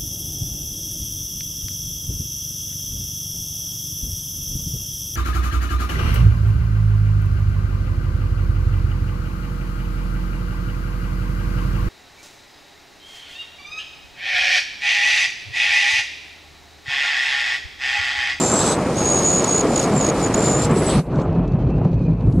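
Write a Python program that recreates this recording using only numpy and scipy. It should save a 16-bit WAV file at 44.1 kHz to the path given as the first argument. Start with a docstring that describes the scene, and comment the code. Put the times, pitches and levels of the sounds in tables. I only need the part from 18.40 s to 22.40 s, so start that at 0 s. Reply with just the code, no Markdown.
"""A roar and hiss of air, with an edge whistling near 7 kHz in fluttering spells and short chirps,
as a hang glider skims a hilltop with a camera on a boom. Turbulence over the camera gives the broadband
noise; a jet flapping at an edge gives the whistle. At 2.6 s the hiss and whistle drop away, leaving the
low buffeting of eddies on the microphone, a few ticks and rigging wires that sing by vortex shedding."""
import sys
import numpy as np
from scipy.fft import rfft, irfft, next_fast_len
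from scipy.io import wavfile
from scipy.ndimage import uniform_filter1d, map_coordinates

SR = 44100
rng = np.random.default_rng(int(sys.argv[2]) if len(sys.argv) > 2 else 0)


def dump_mix(stems):
    """Bounce the given channels to the path in sys.argv[1] as a 16-bit WAV at rate SR."""
    frames = np.atleast_2d(stems).T  # one column per channel
    limited = np.clip(frames, -1, 1)  # hard clip at full scale
    pcm = np.round(limited * 32767).astype(np.int16)
    wavfile.write(sys.argv[1], SR, pcm)


N = 176400
t = np.arange(N) / SR


def amp(db):
    """Amplitude ratio of a level in decibels."""
    return 10 ** (np.asarray(db) / 20)


def unit(x):
    """Normalisation to rms 1."""
    return x / np.sqrt(np.mean(x ** 2) + 1e-20)


def steady(x):
    """Compression: slow swells are evened out and the fine grain remains, at rms 1."""
    return unit(x / np.sqrt(np.abs(uniform_filter1d(x ** 2, size=1800)) + .05))


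def curves(rows):
    """Linear interpolation in time of each column after the first."""
    times, *columns = np.transpose(rows)
    return [np.interp(t, times, column) for column in columns]


def wobble(rate):
    """Smooth random modulation: a spline through `rate` Gaussian knots a second."""
    return map_coordinates(rng.standard_normal(N // 8), [t * rate + 4], mode="wrap")


def filtered(x, response):
    """Linear filtering: the spectrum of x times a frequency response."""
    size = next_fast_len(N + SR // 4)
    return irfft(rfft(x, size) * response(np.fft.rfftfreq(size, 1 / SR)), size)[..., :N]


def noise(spectrum):
    """Spectral shaping of white noise by (f/Hz, relative level/dB) points, at rms 1."""
    f, db = np.transpose(spectrum)
    white = rng.standard_normal(N)
    return unit(filtered(white, lambda hz: amp(np.interp(np.log(hz + 1), np.log(f), db))))


def phase_of(hz):
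    """Phase as the time integral of frequency."""
    return 2 * np.pi * np.cumsum(hz) / SR


def narrow(hz, width_hz):
    """Narrow-band noise by random quadrature modulation of a carrier, at rms 1."""
    phase = phase_of(hz + np.zeros(N))
    return unit(wobble(width_hz) * np.cos(phase) + wobble(width_hz) * np.sin(phase))


def turn(bright, dull, centre_s=2.61, length_s=.11):
    """Equal-power cross-fade from the bright flow to the dull one."""
    dull_share = np.clip((t - centre_s) / length_s + .5, 0, 1)
    return np.sqrt(1 - dull_share) * bright + np.sqrt(dull_share) * dull


# Envelope of the roar: t/s, relative level/dB
ROAR_ENVELOPE = [(0, -20), (.3, -22.5), (.4, -22.5), (1.3, -21.5), (2.0, -21.5), (2.59, -21.5), (2.63, -41),
                 (2.68, -31.5), (2.76, -24.5), (2.95, -27), (3.2, -31), (3.44, -30), (3.55, -33.5),
                 (3.78, -34.5), (3.88, -33.5), (4, -35)]
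# Its spectra in the bright and the dull flow: f/Hz, relative level/dB
ROAR_BRIGHT_SPECTRUM = [(40, -38), (120, -5), (240, -1.5), (450, 0), (800, -7), (1350, -13.5),
                        (1550, -18.5), (2300, -20.5), (3200, -30.5), (6000, -54.5)]
ROAR_DULL_SPECTRUM = [(60, -25.5), (200, -1.5), (350, -0.5), (600, -6), (1000, -15), (1400, -23.5),
                      (1700, -29), (3000, -36), (6000, -69)]


def roar(eddies):
    """Turbulent airflow makes broadband noise; in the dull flow the eddies modulate its amplitude."""
    db, = curves(ROAR_ENVELOPE)
    bright = noise(ROAR_BRIGHT_SPECTRUM) * unit(amp(1.39 * wobble(60)))
    dull = steady(noise(ROAR_DULL_SPECTRUM)) * unit(amp(.99 * eddies + 1.55 * wobble(140)))
    return amp(db + 1.5) * turn(bright, dull)


# Envelopes of the hiss and of a fine fizz in the dull flow: t/s, relative level/dB
HISS_ENVELOPE = [(0.0, -32), (0.18, -34), (0.2, -30.5), (0.33, -32), (0.36, -43), (0.55, -41), (0.58, -35),
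                 (.87, -34.5), (1.18, -35), (1.24, -41), (1.44, -33), (1.47, -40.5), (1.69, -37),
                 (1.71, -44.5), (1.81, -36), (1.91, -42), (1.95, -36), (1.99, -37.5), (2.07, -33),
                 (2.17, -38.5), (2.25, -32), (2.28, -45), (2.34, -46.5), (2.37, -37.5), (2.4, -41.5),
                 (2.51, -36), (2.6, -42.5), (2.64, -65), (2.76, -53), (2.82, -52), (2.85, -59.5),
                 (3.97, -62.5)]
FIZZ_ENVELOPE = [(2.6, -48.5), (2.7, -71.5), (2.76, -69), (2.83, -72.5), (2.88, -82.5), (3.6, -79.5),
                 (3.78, -80.5), (3.85, -71.5), (3.94, -62)]
# Spectra of the bright hiss, dull hiss, stereo side signal and fizz: f/Hz, relative level/dB
HISS_BRIGHT_SPECTRUM = [(1500, -43.5), (2400, -1.5), (3200, -1), (4000, 2), (5200, 1.5), (7500, 0.5),
                        (9300, 0), (9800, -7), (10900, -9), (12400, -18.5), (13000, -35)]
HISS_DULL_SPECTRUM = [(1500, -18), (3000, -0.5), (4300, 7.5), (5000, -1.5), (6300, -2), (8200, -17.5),
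                      (9500, -24.5), (13000, -27)]
HISS_SIDE_SPECTRUM = [(2600, -58.5), (3100, -2.5), (5000, 2), (7400, -2.5), (9300, -3.5), (10000, -8),
                      (12400, -17), (13000, -37.5)]
HIGH_FIZZ_SPECTRUM = [(3000, -21), (6000, -6.5), (7600, 0.5), (11500, -3.5), (13000, -13.5)]


def hiss(flutter, eddies):
    """Treble flow noise, amplitude-modulated by the jet while bright and by the eddies once dull."""
    db, = curves(HISS_ENVELOPE)
    fizz_db, = curves(FIZZ_ENVELOPE)
    side = np.outer([1, -1], amp(-5) * noise(HISS_SIDE_SPECTRUM))  # antiphase widens the image
    bright = amp(1.5) * (noise(HISS_BRIGHT_SPECTRUM) + side)
    bright *= unit(amp(.34 * flutter + 1.8 * wobble(500)))
    hollow_howl = amp(-2) * narrow(hz=957, width_hz=750)
    dull = amp(-1.5) * (noise(HISS_DULL_SPECTRUM) + side)
    dull *= unit(amp(3.1 * eddies + 3.1 * wobble(270)))
    fizz = amp(fizz_db) * noise(HIGH_FIZZ_SPECTRUM)
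    return amp(db) * turn(bright + hollow_howl, dull) + turn(0, fizz)


def jet_flapping(rate_hz=69.8, spread=.33):
    """Quasi-periodic oscillation of the jet at the edge, a modulator of rms 1."""
    hz = rate_hz * np.exp(spread * wobble(70))
    return unit(np.sin(phase_of(hz)) + .25 * wobble(220))


# Spells of the edge tone, one list each: t/s, f/Hz, relative level/dB
WHISTLE_SPELLS = [
    [(0.0, 7380, -21.5), (.11, 7320, -21.5), (.15, 7580, -20.5), (0.22, 7610, -19), (0.238, 7850, -31),
     (0.258, 7630, -20), (0.338, 8000, -27), (0.37, 8120, -45)],
    [(0.55, 6340, -40), (0.586, 6700, -23.5), (0.64, 6540, -27), (0.656, 6670, -19.5), (.722, 6750, -17.5),
     (.796, 6650, -19), (.814, 6590, -28), (.858, 6735, -14.5), (.91, 6810, -16.5), (0.996, 6780, -17.5),
     (1.03, 6580, -35)],
    [(1.06, 6670, -40), (1.082, 6690, -19.5), (1.115, 6710, -18.5), (1.165, 6810, -16), (1.176, 6810, -29),
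     (1.2, 6770, -18), (1.22, 6790, -35), (1.25, 6700, -45)],
    [(1.26, 7200, -57), (1.29, 7200, -36), (1.352, 7040, -32), (1.41, 6760, -34), (1.445, 6650, -24.5),
     (1.48, 6795, -55)],
    [(1.51, 7190, -51), (1.534, 7390, -36), (1.542, 7280, -40), (1.568, 7380, -26), (1.605, 7160, -24.5)],
    [(1.61, 6780, -24), (1.672, 6730, -34), (1.7, 6760, -30), (1.712, 6680, -48)],
    [(1.76, 7080, -39), (1.81, 7080, -41), (1.836, 7070, -23), (1.854, 6830, -26), (1.87, 7000, -28),
     (1.9, 6830, -53.5)],
    [(1.96, 7240, -56), (1.976, 7200, -25), (2.01, 7170, -28.5), (2.056, 7140, -21.5), (2.15, 7020, -22),
     (2.19, 7200, -26), (2.256, 7400, -26), (2.28, 7260, -68)],
    [(2.295, 7420, -54), (2.31, 7470, -35), (2.335, 7830, -46), (2.382, 7760, -29.5), (2.45, 7870, -48),
     (2.466, 7850, -23), (2.532, 8150, -32.5), (2.61, 8300, -59)],
]
# Modulation of the edge tone: t/s, relative depth
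WHISTLE_FLUTTER = [(.6, 2.2), (.92, 1), (1.0, 2), (1.85, 4), (2.05, 2.9)]


def whistle(flutter, clean_hz=6400, breathy_hz=8400):
    """Edge tone: turbulence chokes it many times a second; blown higher, it turns to breath noise."""
    hz, db = curves([row for spell in WHISTLE_SPELLS for row in spell])
    depth, = curves(WHISTLE_FLUTTER)
    gate = sum(1. * (t >= spell[0][0]) * (t <= spell[-1][0]) for spell in WHISTLE_SPELLS)
    overblowing = np.clip((hz - clean_hz) / (breathy_hz - clean_hz), 0, 1)
    breath_share = np.clip(.044 + overblowing ** 2, 0, .95)
    jitter_hz = 26.8 * (wobble(260) + .5 * wobble(35))
    jet = np.tanh(flutter + .65)  # biased: mostly at full strength, with brief dips
    choke = steady(unit(amp(depth * jet * (3.5 - breath_share))))
    tone = np.sqrt(2 * (1 - breath_share)) * np.sin(phase_of(hz + jitter_hz)) * choke
    breath = np.sqrt(breath_share) * narrow(hz, width_hz=860)
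    upper_skirt = amp(-17.5) * narrow(hz + 1750, width_hz=1000) * choke
    return uniform_filter1d(gate, size=400) * amp(db - 2) * (tone + breath + upper_skirt)


# Bursts of the edge tone: t/s, relative peak level/dB, centre f/Hz
EDGE_CHIRPS = [(1.0445, -11, 6760), (1.18, -12, 6820), (1.2093, -12.5, 6670), (1.3615, -10.5, 6860),
               (1.378, -12, 6770), (1.398, -10.5, 6720), (1.612, -14, 6780), (1.629, -22, 6880),
               (1.6485, -13.5, 6700), (1.6666, -14.5, 6630), (1.688, -18.5, 6800), (1.7002, -15.5, 6700),
               (1.845, -18, 6740), (1.9443, -10.5, 6830)]


def chirps(length_s=.014, rise_hz_per_s=14000):
    """Lock-in: the edge tone catches briefly and sweeps upward, with a spit of hiss."""
    spit = amp(-14.5) * noise(HISS_BRIGHT_SPECTRUM)
    out = np.zeros(N)
    for at, db, hz in EDGE_CHIRPS:
        progress = np.clip((t - at) / length_s + .44, 0, 1)
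        tone = np.sin(phase_of(hz + rise_hz_per_s * length_s * (progress - .5)))
        out += amp(db - 2.5) * np.sin(np.pi * progress) ** 2 * (tone + spit)
    return out


# Envelope of the buffeting between gusts: t/s, relative level/dB
BUFFET_ENVELOPE = [(0, -28), (.7, -24.5), (1.2, -26), (2.0, -23), (2.58, -20), (2.63, -37.5), (2.69, -28),
                   (2.76, -25.5), (3.03, -20), (3.2, -22.5), (3.42, -19.5), (3.5, -24.5), (3.74, -21),
                   (3.81, -24.5), (3.87, -17), (3.93, -26), (4, -14)]
# Its spectra in the bright and the dull flow: f/Hz, relative level/dB
BUFFET_BRIGHT_SPECTRUM = [(20, -21.5), (40, -8), (65, -4.5), (110, -2), (180, 1.5), (270, -5.5), (400, -9),
                          (600, -24.5), (1200, -69)]
BUFFET_DULL_SPECTRUM = [(20, -29), (35, -13), (52, 4.5), (80, -13), (120, 2), (180, -11.5), (260, -10.5),
                        (500, -23), (1200, -89)]


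def buffet(eddies):
    """Pressure fluctuations of eddies buffet the microphone and, in the dull flow, excite a low boom."""
    db, = curves(BUFFET_ENVELOPE)
    bright = amp(-1) * steady(noise(BUFFET_BRIGHT_SPECTRUM))
    rumble = noise(BUFFET_DULL_SPECTRUM)
    boom = amp(-2.5) * narrow(hz=170.5, width_hz=22)
    dull = amp(2.5) * steady(rumble + boom) * unit(amp(2 * eddies))
    return amp(db) * turn(bright, dull)


# Gusts on the microphone: centre t/s, level/dB, 1/e half-width/s, f/Hz
GUST_THUMPS = [(1.29, -19, 0.078, 300.5), (1.544, -16.5, .05, 244), (1.972, -21, .04, 320.5),
               (2.088, -19.5, 0.028, 150), (2.162, -22, 0.031, 151.6), (2.265, -18, .02, 170),
               (2.313, -14.5, 0.02, 214.2), (2.37, -16, 0.021, 248.5), (2.568, -13.5, 0.036, 189.4),
               (2.767, -19, .033, 161.2), (2.9, -17.5, 0.021, 109), (2.99, -19, .035, 157.7),
               (3.15, -10.5, 0.012, 135), (3.265, -15, 0.02, 111.2), (3.339, -16, 0.046, 165),
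               (3.458, -13, 0.015, 170), (3.559, -18.5, 0.044, 125.4), (3.708, -15, .04, 154.5),
               (3.872, -14.5, 0.029, 110), (3.936, -18.5, 0.056, 126)]


def gusts(spread=.33):
    """Each gust thumps as a wave packet: uneven low pressure swings under a Gaussian envelope."""
    wander = np.exp(spread * wobble(130))
    packets = sum(amp(db) * np.exp(-((t - at) / half_width) ** 2) * np.sin(phase_of(hz * wander))
                  for at, db, half_width, hz in GUST_THUMPS)
    return np.sqrt(2) * packets


# Slaps of air: onset t/s, relative peak level/dB
AIR_SLAPS = [(1.543, -10), (3.187, -27), (3.379, -25.5), (3.415, -15.5), (3.45, -14.5), (3.693, -25.5)]
# Their spectrum: f/Hz, relative level/dB
AIR_SLAP_SPECTRUM = [(150, -12), (400, 0), (700, 7.5), (1300, -9.5), (2500, -28), (6000, -57.5)]


def slaps(decay_s=.0065):
    """Impulsive excitation: small eddies strike the microphone and decay exponentially."""
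    strikes = sum(amp(db - 7) * (t >= at) * np.exp(-np.abs(t - at) / decay_s) for at, db in AIR_SLAPS)
    return noise(AIR_SLAP_SPECTRUM) * uniform_filter1d(strikes, size=80)


# Bands from other edges: start t/s, end t/s, f/Hz, bandwidth/Hz, level/dB, fade time/s
BREATHY_BANDS = [(0, 0.363, 6280, 697, -32.5, .026), (0.07, 0.372, 1101, 1195, -27, 0.043),
                 (0.168, 0.366, 3830, 880, -35, 0.025), (.36, .55, 6950, 550, -49, .026),
                 (2.279, 2.646, 9720, 1905, -41.5, .09), (2.431, 2.608, 3580, 2210, -36, 0.055),
                 (2.687, 2.911, 951, 1301, -35, 0.054), (2.722, 2.871, 7070, 2200, -59.5, 0.035)]


def breathy_tones(drift_hz=110):
    """Unsteady edge tones: other edges catch the flow for a while and radiate bands of noise."""
    out = np.zeros(N)
    for start, end, hz, width_hz, db, fade_s in BREATHY_BANDS:
        envelope = np.clip(np.minimum(t - start, end - t) / fade_s, 0, 1) ** 2
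        out += amp(db) * envelope * narrow(hz + drift_hz * wobble(25), width_hz)
    return out * unit(amp(2 * wobble(50)))


# Ticks in the dull flow: t/s, relative peak level/dB
FAINT_TICKS = [(2.759, -34), (2.819, -31), (2.929, -42), (3.08, -38), (3.3585, -48.5), (3.4504, -39),
               (3.9262, -35.5)]
# Their spectrum: f/Hz, relative level/dB
FAINT_TICK_SPECTRUM = [(1500, -10), (3500, 0.5), (6000, -2), (8000, -10), (9500, -21.5), (13000, -31)]


def ticks(decay_s=.0029):
    """Transients: noise with an exponential rise and fall this short is heard as a tick."""
    envelope = sum(amp(db - 10.5) * np.exp(-np.abs(t - at) / decay_s) for at, db in FAINT_TICKS)
    return noise(FAINT_TICK_SPECTRUM) * envelope


# Tones of the rigging, one list a wire: t/s, f/Hz, level/dB
WIRE_TONES = [
    [(2.9, 2520, -61), (3.12, 2600, -57), (3.18, 2580, -65.5), (3.3, 2610, -57), (3.34, 2650, -48.5),
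     (3.38, 2720, -61), (3.45, 2760, -58), (3.48, 2740, -74)],
    [(3.24, 2400, -64), (3.3, 2440, -54), (3.36, 2520, -63), (3.45, 2500, -64.5), (3.56, 2500, -58),
     (3.67, 2460, -53), (3.72, 2390, -59.5), (3.84, 2350, -58.5), (3.92, 2280, -72)],
]
# Envelope of the breathy band around them: t/s, level/dB
WIRE_BAND_ENVELOPE = [(2.75, -62), (2.95, -61), (3.33, -62.5), (3.5, -59.5), (3.85, -58), (3.93, -77)]


def wires():
    """Aeolian tones: vortices shed by the rigging sing as thin gliding notes in a breathy band."""
    band_db, = curves(WIRE_BAND_ENVELOPE)
    out = turn(0, amp(band_db) * narrow(hz=2520, width_hz=420))
    for wire in WIRE_TONES:
        hz, db = curves(wire)
        sounding = uniform_filter1d(1. * (t > wire[0][0]) * (t < wire[-1][0]), size=800)
        flicker_db = 3 * wobble(45)
        waver_hz = 19 * (wobble(40) + 2 * wobble(200))
        out += sounding * amp(db + flicker_db) * np.sin(phase_of(hz + waver_hz))
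    return out


def scene():
    """Superposition of all the air sounds, centred but for the hiss."""
    flutter, eddies = jet_flapping(), wobble(30)
    tones = whistle(flutter) + chirps() + breathy_tones() + wires()
    return tones + roar(eddies) + buffet(eddies) + gusts() + slaps() + ticks() + hiss(flutter, eddies)


def record(dry):
    """Band limiting: the camera acts as an ideal low-pass filter."""
    return filtered(dry, lambda hz: hz < 13650)


dry = scene()
out = record(dry)
dump_mix(out)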